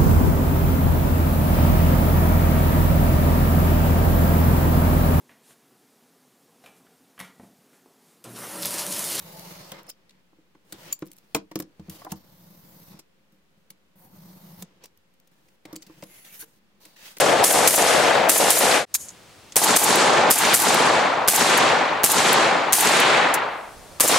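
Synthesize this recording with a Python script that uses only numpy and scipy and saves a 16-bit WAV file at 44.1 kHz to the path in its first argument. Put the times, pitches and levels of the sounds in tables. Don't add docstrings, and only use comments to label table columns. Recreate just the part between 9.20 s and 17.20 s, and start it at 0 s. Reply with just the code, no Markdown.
import sys
import numpy as np
from scipy import signal
from scipy.fft import rfft, irfft
from scipy.io import wavfile
from scipy.ndimage import uniform_filter1d

SR = 44100
rng = np.random.default_rng(int(sys.argv[2]) if len(sys.argv) > 2 else 0)


def gain_from_decibels(decibels):
    exponent = np.asarray(decibels, float) / 20
    return 10 ** exponent


def to_wav(s):
    ch = np.atleast_2d(s).T
    pcm = np.round(np.clip(ch, -1, 1) * 32767)
    wavfile.write(sys.argv[1], SR, pcm.astype(np.int16))


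N = 352800

# t/s, effort level/dB, fizz of the finest cells/dB over the effort
CUTS = [
    [(0, -53.5, 6), (0.07, -51, 3), (0.14, -52, 4.5), (0.29, -47, 0), (0.45, -48.5, -5), (0.515, -51, -1)],
    [(1.535, -51.5, -7), (1.56, -54.5, -4), (1.6, -53, 1), (1.65, -48, -0.5), (1.72, -47, -7)],
    [(2.96, -60.5, 6), (3.02, -66, 3.5), (3.26, -63.5, 7.5), (3.68, -60.5, 8.5), (3.735, -55, 0),
     (3.752, -59, -8), (3.785, -59, -12)],
    [(4.76, -74, 11), (4.79, -68, 12), (4.85, -66, 13), (4.905, -71.5, 8), (4.955, -62.5, 7),
     (5.23, -60, 6.5), (5.32, -58.5, 5), (5.38, -60, 7), (5.42, -52.5, 7)],
]
# rasp level/dB, shake level/dB, both over the effort
CUT_GRIP = [(-0.5, -4), (-3.5, -3.5), (-0.5, 3), (1, 3)]
CUT_COLOUR = [0, 1, 2, 2]
# f/Hz, density level/dB per Hz
DRUM = [(24, -59.5), (70, -17), (135, -8), (165, -3.5), (188, -3.5), (228, -15.5), (330, -13), (700, -48)]


def cuts(mix):
    for curve, colour, (rasp_db, shake_db) in zip(CUTS, CUT_COLOUR, CUT_GRIP):
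        s, effort_db, fizz_db = np.transpose(curve)
        table = DRUM if colour > 1 else SHAKE
        add(mix, *stroke(s, effort_db, fizz_db, rasp_db, shake_db, colour, table))


# t/s, effort level/dB
SLIDES = [
    [(0.53, -49), (0.56, -50.5), (0.6, -50), (0.63, -62.5), (0.675, -59.5)],
    [(0.68, -75), (0.7, -48), (0.725, -93)],
    [(2.71, -53), (2.76, -52), (2.83, -56), (2.885, -65), (2.91, -48)],
    [(5.61, -66.5), (5.645, -50.5), (5.68, -76)],
    [(6.47, -66), (6.51, -60), (6.55, -62)],
    [(6.59, -67), (6.7, -61), (6.81, -61.5)],
    [(6.855, -61.5), (6.96, -53), (7.035, -60)],
    [(7.05, -49.5), (7.08, -52.5), (7.12, -55), (7.15, -49), (7.19, -58)],
    [(7.195, -57), (7.21, -49), (7.225, -49.5), (7.245, -57), (7.255, -72)],
    [(7.607, -60), (7.63, -56.5), (7.68, -59), (7.75, -62.5)],
    [(7.765, -54.5), (7.82, -50.5), (7.87, -43.5), (7.91, -48.5), (7.96, -60.5)],
]
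# fizz at start/dB, fizz at end/dB, rasp level/dB, shake level/dB
SLIDE_GRIP = [(-6.5, -13, 2, -4), (11.5, 21.5, -3, -12), (5.5, -4.5, -2, -4.5), (-18.5, 0, -2, -7),
              (-7, -12, 9, 7.5), (-7, 3.5, -2, 0.5), (3.5, 7.5, -12, -8.5), (2, 10.5, -13, -12.5),
              (16.5, 6.5, -11.5, -30), (2.5, -4, -4.5, -10.5), (-2.5, 1.5, -11.5, -26)]
SLIDE_COLOUR = [1, 1, 0, 1, 1, 1, 3, 4, 3, 0, 1]


def slides(mix):
    for curve, colour, grip in zip(SLIDES, SLIDE_COLOUR, SLIDE_GRIP):
        s, effort_db = np.transpose(curve)
        fizz_start_db, fizz_end_db, rasp_db, shake_db = grip
        fizz_db = np.interp(s, s[[0, -1]], [fizz_start_db, fizz_end_db])
        add(mix, *stroke(s, effort_db, fizz_db, rasp_db, shake_db, colour, SHAKE))


# start t/s, end t/s, effort at start/dB, effort at end/dB, fizz/dB over the effort
SHUFFLES = [(0.759, 1.0, -72, -71.5, -19), (1.45, 1.52, -76.5, -62.5, 4), (1.748, 2.135, -72.5, -70.5, 1),
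            (2.445, 2.679, -79, -63.5, -5), (4.128, 4.177, -82, -92, 14), (4.376, 4.455, -84, -92, 8.5),
            (5.451, 5.602, -65, -71.5, -13), (6.118, 6.349, -73, -74, 3.5), (7.259, 7.379, -68.5, -74, 7.5),
            (7.388, 7.594, -77, -74.5, -9.5)]


def shuffles(mix):
    for start, end, from_db, to_db, fizz_db in SHUFFLES:
        s, effort_db = np.array([start, end]), np.array([from_db, to_db])
        add(mix, *stroke(s, effort_db, np.full(2, fizz_db), 0, 2.25, 1, SHAKE))


# f/Hz, density level/dB per Hz
HISS = [
    [(1060, -48), (1800, -9), (2100, -3.5), (3350, -5), (4530, -0.5), (7840, -10.5), (14200, -7.5),
     (16000, -10)],
    [(1060, -2.5), (1800, 8.5), (2080, 6), (2670, 8), (5340, 1.5), (10500, -16.5), (16000, -16.5)],
    [(1060, -30), (1800, -12.5), (3060, -3), (4740, -2.5), (5440, -1), (6590, -6), (10000, -8),
     (13400, 2.5), (16000, -3)],
    [(1060, -1.5), (1800, 7), (2550, 6), (4450, -3.5), (6650, -3.5), (7910, -13), (10100, -10),
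     (11000, -5.5), (12000, -13), (16000, -16.5)],
    [(1060, -4), (1800, 5.5), (2500, 2.5), (4200, 0), (7000, -4.5), (10000, -9.5), (13500, -10),
     (16000, -13.5)],
]
# share of the direct sound, delay/s, drift per half second
ECHO = [(0.12, 0.000282, 0.14), (0.056, .00043, .07), (0.13, 0.000438, 0.054), (0.12, 0.000264, .1),
        (0.16, 0.0003, .2)]
# f/Hz, density level/dB per Hz
RASP = [(240, -23.5), (330, -8.5), (440, -9), (545, -1.5), (730, -7.5), (900, -4), (1390, -12), (2200, -15),
        (2860, -50.5), (4840, -120)]
# f/Hz, density level/dB per Hz
SHAKE = [(24, -58.5), (40, -37.5), (75, -14.5), (118, -6.5), (172, -1.5), (197, -1), (226, -15.5),
         (262, -11), (335, -5.5), (450, -13.5), (500, -12.5), (650, -38), (1100, -120)]
# f/Hz, left-right likeness
SAME = [(60, 0.88), (180, 0.94), (550, 0.48), (1650, 0.058), (4970, 0.047), (15000, 0.15)]


def stroke(s, effort_db, fizz_db, rasp_db, shake_db, colour, table):
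    swing = effort_db - effort_db.max()
    rasp_curve = effort_db + rasp_db - (1 - 0.71) * swing
    shake_curve = effort_db + shake_db - (1 - 0.54) * swing
    t = np.arange(s[0] - .008, s[-1] + .016, 1 / SR)
    curves = effort_db, fizz_db, rasp_curve, shake_curve
    hiss, fizz, rasp, shake = (np.interp(t, s, curve) for curve in curves)

    catch = uniform_filter1d(rng.standard_normal(len(t)), size=300)
    catch = evened(uniform_filter1d(catch, size=300))
    flicker = 1.06 * catch
    slips = 4.0 * evened(uniform_filter1d(catch, size=450))
    sizes = gain_from_decibels(2.0 * np.minimum(rng.exponential(1, (3, 2, len(t))), 5))
    cells = rng.standard_normal((3, 2, len(t))) * sizes

    tearing = patchy(coloured(cells[0], HISS[colour], SAME), *ECHO[colour])
    split = signal.butter(2, 9000, fs=SR, output="sos")
    coarse = signal.sosfiltfilt(split, tearing)
    fine = tearing - coarse
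    sound = gain_from_decibels(hiss + flicker) * (evened(coarse) + gain_from_decibels(fizz) * evened(fine))
    sound += gain_from_decibels(rasp + flicker) * coloured(cells[1], RASP, SAME)
    sound += gain_from_decibels(shake) * coloured(cells[2] * gain_from_decibels(slips), table, SAME)
    return t[0], 0.78 * sound * signal.windows.tukey(len(t), 700 / len(t))


def patchy(x, echo, late, drift):
    hz, t, z = signal.stft(x, SR, nperseg=256)
    field = uniform_filter1d(rng.standard_normal(z.shape[1:]), size=2, axis=0)
    field = evened(uniform_filter1d(field, size=50, axis=1))
    delay = late * (1 + drift * t / .5)
    comb = 1 + echo * np.exp(-2j * np.pi * hz[:, None] * delay)
    return signal.istft(z * comb * gain_from_decibels(2.0 * field), nperseg=256)[1][:, :x.shape[1]]


# t/s, peak level/dB
SLIPS = [(.013, -49), (.056, -42.5), (.104, -48), (.146, -42), (.19, -46), (.228, -49), (.278, -41),
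         (.334, -46), (.386, -48), (.429, -50), (.479, -50), (1.635, -46.5), (1.67, -45), (3.112, -56),
         (3.144, -51), (3.203, -48.5), (3.237, -50.5), (3.276, -52), (3.317, -51.5), (3.374, -52),
         (3.398, -52), (3.466, -52), (3.517, -52), (3.568, -49), (3.609, -53), (3.711, -48.5), (4.771, -53),
         (4.81, -56), (4.88, -54.5), (4.902, -57), (4.938, -47), (4.994, -44), (5.023, -49), (5.05, -45),
         (5.092, -48), (5.114, -49), (5.148, -47.5), (5.17, -47), (5.218, -49), (5.248, -43), (5.28, -48),
         (5.309, -45), (5.34, -41.5), (5.4, -46), (5.432, -35.5)]


def slips(mix):
    swell_s = 0.0451
    t = np.arange(0, swell_s, 1 / SR)
    for s, db in SLIPS:
        detune, turn = rng.uniform(-1, 1, 2)
        hz = 177.1 * (1 + 0.074 * detune)
        swell = np.sin(np.pi * t / swell_s) ** 2 * np.sin(2 * np.pi * hz * t + np.pi * turn)
        add(mix, s - swell_s / 2, gain_from_decibels(db) * np.ones((2, 1)) * swell)


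# start t/s, end t/s, from f/Hz, to f/Hz, level/dB
WHINES = [(7.195, 7.245, 1560, 1600, -54.5), (7.195, 7.24, 4300, 4450, -55.5),
          (7.195, 7.245, 5800, 5900, -55), (7.2, 7.235, 3700, 3700, -59), (6.87, 7.04, 2100, 2100, -68),
          (6.89, 7.04, 2450, 2800, -68), (7.05, 7.18, 2150, 2400, -62), (7.05, 7.17, 2800, 2550, -62),
          (7.045, 7.1, 5700, 6200, -66), (7.12, 7.18, 5400, 5250, -64), (4.8, 4.9, 740, 780, -65),
          (4.79, 4.9, 960, 940, -69.5), (.02, .34, 860, 880, -57), (.02, 0.238, 510, 540, -56.5),
          (.12, 0.23, 650, 640, -54), (.675, .725, 5300, 5000, -49), (0.49, .62, 2100, 2050, -58),
          (.53, 0.627, 1250, 1230, -59), (7.38, 7.62, 220, 203, -70), (2.865, 2.9, 950, 700, -52)]


def whines(mix):
    alike = .5
    for start, end, from_hz, to_hz, db in WHINES:
        count = round((end - start) * SR)
        a, b = rng.standard_normal((2, count)) + 1j * rng.standard_normal((2, count))
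        pair = [a, alike * a + np.sqrt(1 - alike ** 2) * b]
        r = np.exp(-np.pi * .07 * from_hz / SR)
        slow = signal.lfilter([1], [1, -2 * r, r * r], pair)
        glide = np.linspace(from_hz, to_hz, count)
        turn = np.exp(2j * np.pi * np.cumsum(glide) / SR)
        sound = evened((slow * turn).real) * signal.windows.tukey(count, .5)
        add(mix, start, gain_from_decibels(db) * sound)


# t/s, peak level/dB, ring f/Hz, top-end level/dB over the whole
STEEL_TICKS = [(0.5199, -26, 3600, -3.5), (0.701, -32.5, 5330, -9), (0.8957, -46.5, 4160, -9),
               (0.908, -47, 4150, -10), (1.5256, -23.5, 3900, 2.5), (1.7246, -31, 7060, 9),
               (1.729, -17.5, 6940, 7), (1.8734, -42, 5460, 7), (2.1491, -10, 3060, 1),
               (2.3579, -20.5, 5270, -2), (2.402, -23, 12800, -9), (2.424, -33.5, 5200, -3),
               (2.5978, -47, 3540, -4.5), (2.9203, -20.5, 6350, 3.5), (4.505, -30, 13900, -6),
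               (5.425, -26.5, 7200, 1.5), (5.658, -36, 5030, 4), (6.075, -49.5, 6860, 2.5),
               (6.53, -35, 5980, -1), (6.559, -34, 7800, -3), (6.5636, -28.5, 6700, 0.5),
               (1.714, -40, 2900, -16), (1.884, -52, 5100, -15), (0.693, -33, 9200, 0)]


def steel_ticks(mix):
    for row in STEEL_TICKS:
        add(mix, *tick(*row, t60=.019))


# t/s, peak level/dB, ring f/Hz, top-end level/dB over the whole
SCUFFS = [
    (3.7943, -36, 5220, -1.5),
    (5.641, -37, 5800, -4),
    (6.6246, -36, 6000, -1),
    (6.6685, -43.5, 4590, -3),
]


def scuffs(mix):
    for row in SCUFFS:
        add(mix, *tick(*row, t60=0.034))


# t/s, peak level/dB, top-end level/dB over the whole
DULL_TICKS = [(0.6676, -50, -7), (1.351, -56.5, -30), (1.8237, -39, -17), (2.1635, -24, 2),
              (2.316, -38.5, -9.5), (2.699, -28, 6.5), (5.94, -55, 8), (6.287, -52, -8),
              (6.4554, -36.5, -12.5), (6.5467, -54, -4), (6.826, -35.5, -10), (6.8366, -31.5, 5),
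              (7.6542, -36, 0.5), (7.9705, -30.5, -8)]


def dull_ticks(mix):
    for s, db, top_db in DULL_TICKS:
        add(mix, *tick(s, db, 2030, top_db, t60=0.024))


# t/s, peak level/dB
SPECKS = [(0.196, -32), (1.7924, -37.5), (1.8045, -48), (1.8585, -46), (1.917, -35.5), (1.9335, -39),
          (1.9674, -44.5), (1.985, -39), (2.849, -31), (4.123, -57), (5.775, -47), (6.0005, -47.5),
          (7.242, -41), (7.9848, -29), (0.632, -44), (0.692, -39), (2.391, -29), (1.717, -51),
          (1.8125, -52), (1.8165, -52), (1.852, -53), (1.8668, -43), (1.9055, -55), (1.929, -48),
          (1.962, -54), (1.979, -49.5), (7.234, -47)]


def specks(mix):
    for s, db in SPECKS:
        add(mix, *tick(s, db, 13010, 1.5, t60=.011))


def tick(s, db, ring_hz, top_db, t60):
    rise = .11 * t60
    tint = [(900, -30), (2000, -2.0 * np.log2(ring_hz / 2000))]
    tint += [(0.745 * ring_hz, 0), (ring_hz, 5), (1.24 * ring_hz, 0)]
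    tint += [(8000, .5 * top_db), (11000, top_db - 2.5), (16000, top_db)]
    lag = rng.integers(-4, 3)
    crack = 0.77 * burst(tint, t60, rise, 0.73, lag)
    crack += burst(tint, .3 * t60, 0.59 * rise, 0.73, lag)
    return s - 1.2 * rise, 2.85 * gain_from_decibels(db) * sides(rng.uniform(0.36, 1.3)) * crack


# t/s, thud peak level/dB, clack level/dB, clack f/Hz
MIDDLE_KNOCKS = [(0.517, -40, -40.5, 542), (2.149, -27, -29, 958), (2.594, -35, -54, 427),
                 (2.683, -33.5, -56, 497), (2.918, -27, -37, 883), (3.74, -42, -63, 447),
                 (4.125, -55, -79, 539), (4.504, -53.5, -59.5, 550), (4.93, -49, -61, 511),
                 (5.42, -46, -48.5, 433), (6.775, -49, -75, 400), (6.668, -53, -70, 400),
                 (6.826, -43, -48.5, 1037), (2.6944, -38.5, -61, 600)]


def middle_knocks(mix):
    for s, thud_db, clack_db, clack_hz in MIDDLE_KNOCKS:
        add(mix, *knock(s, thud_db, 173, clack_db, clack_hz, 1.19))


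# t/s, thud peak level/dB, thud f/Hz, clack level/dB, clack f/Hz
RIM_KNOCKS = [(0.683, -60, 320, -47, 626), (1.128, -55, 298, -63, 910), (1.185, -51, 295, -74, 440),
              (1.349, -50, 350, -54, 443), (1.523, -43, 322, -44.5, 430), (1.822, -26, 339, -36.5, 524),
              (2.147, -23, 301, -23.5, 602), (2.313, -41, 312, -41, 928), (2.356, -21.5, 343, -32.5, 513),
              (2.398, -26, 330, -37, 530), (2.816, -59, 299, -41, 1130), (2.847, -50, 326, -38.5, 600),
              (2.865, -43, 304, -39.5, 900), (3.79, -51.5, 370, -51, 594), (5.636, -51, 458, -58, 478),
              (6.452, -40, 324, -46.5, 777), (6.5286, -33.5, 312, -45.5, 460),
              (6.563, -40, 308, -53.5, 506), (6.696, -42, 330, -52, 470), (6.825, -36, 564, -48, 595),
              (7.225, -52, 310, -48, 1556), (7.655, -54, 312, -52.5, 480), (7.968, -46.5, 400, -46.5, 453),
              (2.164, -25.5, 310, -36, 450), (2.424, -37, 324, -51, 450)]


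def rim_knocks(mix):
    for row in RIM_KNOCKS:
        add(mix, *knock(*row, 0.77))


# f/Hz, level/dB, t60/s
TABLE = [(82, -16, 0.14), (190, -0.5, 0.078), (312, -3.5, 0.098), (397, -11.5, 0.04), (474.6, -15, 0.15)]
# f/Hz, density level/dB per Hz
BOARD = [(250, -42), (420, -7.5), (820, -10), (1110, -8.5), (1530, -18), (2300, -25), (2990, -59.5),
         (5060, -120)]


def knock(s, thud_db, thud_hz, clack_db, clack_hz, ring_scale):
    t = np.arange(6000) / SR
    attack = 1 - np.exp(-t / 0.0016)
    thud = ring(t, thud_hz, .06 * ring_scale)
    for hz, db, t60 in TABLE:
        detune, luck = rng.uniform(-0.7, 1, 2)
        mode_db = db + 2.0 * luck - 4.54 * abs(np.log2(hz / thud_hz))
        thud += gain_from_decibels(mode_db) * ring(t, hz * (1 + 0.038 * detune), t60 * ring_scale)
    thud *= attack * signal.windows.tukey(2 * len(t), .3)[len(t):]

    clack_t = t[:4096]
    phase = np.array([[.5], [-.5]]) * clack_hz / 900
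    clack = burst(BOARD, .05 * ring_scale, 0.00082, 0.95, rng.integers(-9, 9))
    clack += 1.07 * ring(clack_t, clack_hz, .05 * ring_scale, phase) * attack[:4096]
    clack = np.pad(clack, [(0, 0), (0, len(t) - len(clack_t))])
    return s + 0.001446, 1.16 * gain_from_decibels(thud_db) * thud / abs(thud).max() + 1.48 * gain_from_decibels(clack_db) * clack


# t/s, f/Hz, t60/s
RINGS = [(1.7255, 7117, 0.015), (1.729, 7150, .1), (1.728, 13100, 0.012), (.535, 560, .15),
         (7.225, 1600, 0.033), (2.1486, 2450, .011), (2.15, 1077, 0.053), (1.7285, 14300, .05),
         (2.148, 646, .045), (2.148, 458, 0.074), (2.151, 947, .04), (2.866, 760, 0.071),
         (2.866, 1000, 0.051), (2.925, 750, 0.076), (7.232, 455, 0.086), (7.222, 5200, 0.027),
         (2.1495, 6850, 0.023), (2.152, 2083, 0.03), (2.151, 5600, 0.036), (2.849, 613, .05),
         (4.375, 188, .15), (3.3, 190, .3), (1.824, 520, 0.053), (2.357, 400, 0.063)]
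RINGS_DB = [-8, -40.5, -13, -45, -40, -10.5, -25, -27, -20.5, -21, -31.5, -33.5, -32, -38, -49, -52, -20.5,
            -28.5, -25.5, -36, -57, -62, -35.5, -29]


def part_rings(mix):
    t = np.arange(8000) / SR
    for (s, hz, t60), db in zip(RINGS, RINGS_DB):
        pair = ring(t, hz, t60) + 0.39 * ring(t, 0.88 * hz, 0.32 * t60)
        lag = min(max(1, round(6500 / hz)), 9)
        both = np.array([pair, np.roll(pair, lag)]) * (1 - np.exp(-t / 0.00085))
        add(mix, s, gain_from_decibels(db) * sides(1.5) * both)


# t/s, f/Hz, t60/s, level/dB
SNAPS = [(6.5623, 4600, .009, -29), (6.5623, 7600, .009, -29), (6.5582, 7800, .008, -37),
         (6.6232, 7300, .008, -38), (6.628, 4700, .012, -41), (6.548, 9000, .008, -46),
         (6.543, 11000, .008, -50), (6.609, 9000, .01, -52), (6.616, 6500, .015, -51),
         (2.357, 1750, .03, -36), (2.402, 1700, .03, -42), (2.402, 1120, .035, -40),
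         (1.524, 1500, .03, -42), (1.525, 8200, .03, -42), (.668, 9000, .02, -50), (.519, 1600, .03, -44),
         (2.163, 190, .13, -30), (2.366, 194, .15, -36), (1.83, 180, .16, -40), (1.731, 4600, .015, -30),
         (1.711, 1150, .03, -46), (1.724, 1120, .04, -44)]


def snaps(mix):
    t = np.arange(8000) / SR
    for s, hz, t60, db in SNAPS:
        tone = ring(t, hz, t60) * (1 - np.exp(-t * hz))
        add(mix, s, gain_from_decibels(db) * sides(1.5) * np.array([tone, np.roll(tone, 1)]))


# t/s, peak level/dB
HEELS = [
    (2.594, -43.5),
    (2.686, -42),
    (2.918, -42),
    (.01, -48.5),
    (5.76, -64),
]


def heels(mix):
    t = np.arange(9000) / SR
    sway = ring(t, 84.6, 0.23) * (1 - np.exp(-t / 0.0051))
    for s, db in HEELS:
        add(mix, s, gain_from_decibels(db) * np.ones((2, 1)) * sway)


# f/Hz, t60/s
WALLS = [(200, 0.25), (1000, 0.15), (5000, 0.14), (15000, 0.044)]


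def walls(x):
    taps = rng.choice([-1., 1.], (2, 16000)) * (rng.random((2, 16000)) < .05)
    taps[:, :200] = 0
    hz, t, z = signal.stft(taps, SR, nperseg=256)
    alike = np.exp(-(hz[:, None] / 450) ** 2)
    z[1] = alike * z[0] + np.sqrt(1 - alike ** 2) * z[1]
    decay = gain_from_decibels(-60 * t / read(WALLS, hz)[:, None])
    tail = signal.istft(z * decay, SR, nperseg=256)[1]
    return signal.fftconvolve(x, tail / np.linalg.norm(tail[0]), axes=1)[:, :N]


# f/Hz, density level/dB per Hz
ROOM_TONE = [(12, -38), (20, -12), (32, -48.5), (60, -16.5), (113, -24.5), (187, -10), (228, -17),
             (472, -21.5), (527, -17), (574, -24.5), (2910, -28.5), (9500, -41), (16000, -41.5)]
# f/Hz, left-right likeness
ROOM_SAME = [(60, 0.46), (380, 0.52), (2380, -0.15), (15000, 0.2)]


def room_tone():
    hz, width = 527, 5
    on, off = 2.96, 6.45
    line = [(hz - 3 * width, -60), (hz - width, -10), (hz, 0), (hz + width, -10), (hz + 3 * width, -60)]
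    running = abs(np.arange(N) / SR - (on + off) / 2) < (off - on) / 2
    fan = coloured(rng.standard_normal((2, N)), line, ROOM_SAME) * running
    fan = fan / np.sqrt(uniform_filter1d(fan ** 2, size=2000) + 0.17)
    wash = coloured(rng.standard_normal((2, N)), ROOM_TONE, ROOM_SAME)
    return gain_from_decibels(-66) * wash + gain_from_decibels(-78) * fan


def burst(tint, t60, rise, alike, lag):
    t = np.arange(4096) / SR
    left, right = coloured(rng.standard_normal((2, len(t))), sorted(tint), [(0, alike), (SR, alike)])
    blow = (1 - np.exp(-t / rise)) ** 2 * gain_from_decibels(-60 * t / max(t60, .004))
    return np.array([left, np.roll(right, lag)]) * blow


def ring(t, hz, t60, phase=0):
    return gain_from_decibels(-60 * t / t60) * np.sin(2 * np.pi * hz * t + phase)


def coloured(pair, spectrum, same):
    hz = np.fft.rfftfreq(pair.shape[1], 1 / SR)
    a, b = rfft(pair) * gain_from_decibels(read(spectrum, hz))
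    c = np.clip(read(same, hz), -1, 1)
    both = np.array([a, c * a + np.sqrt(1 - c ** 2) * b])
    return evened(irfft(both, pair.shape[1]))


def evened(x):
    return x / np.sqrt(np.mean(x ** 2) + 1e-20)


def read(points, hz):
    f, value = np.transpose(points)
    return np.interp(np.log(hz + 1), np.log(f + 1), value)


def sides(pan_db):
    return gain_from_decibels(np.array([[.5], [-.5]]) * pan_db)


def add(mix, s, sound):
    at = round(s * SR)
    sound = sound[:, max(-at, 0):]
    part = mix[:, max(at, 0):][:, :sound.shape[1]]
    part += sound[:, :part.shape[1]]


def scene():
    strokes, hits = np.zeros((2, N)), np.zeros((2, N))
    for play in (cuts, slides, shuffles, slips, whines):
        play(strokes)
    for play in (steel_ticks, scuffs, dull_ticks, specks, middle_knocks, rim_knocks, part_rings, snaps, heels):
        play(hits)
    hits = signal.sosfilt(signal.butter(2, 75, "high", fs=SR, output="sos"), hits)
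    return strokes + hits + gain_from_decibels(-15.5) * walls(hits) + room_tone()


def low_pass(x):
    return signal.sosfilt(signal.butter(12, 16680, fs=SR, output="sos"), x)


def record(dry):
    edge = signal.firwin(401, 15850, window=("kaiser", 4), fs=SR)
    mix = signal.oaconvolve(dry, edge[None], "same") - .0005
    return low_pass(mix)


dry = scene()
out = record(dry)
to_wav(out)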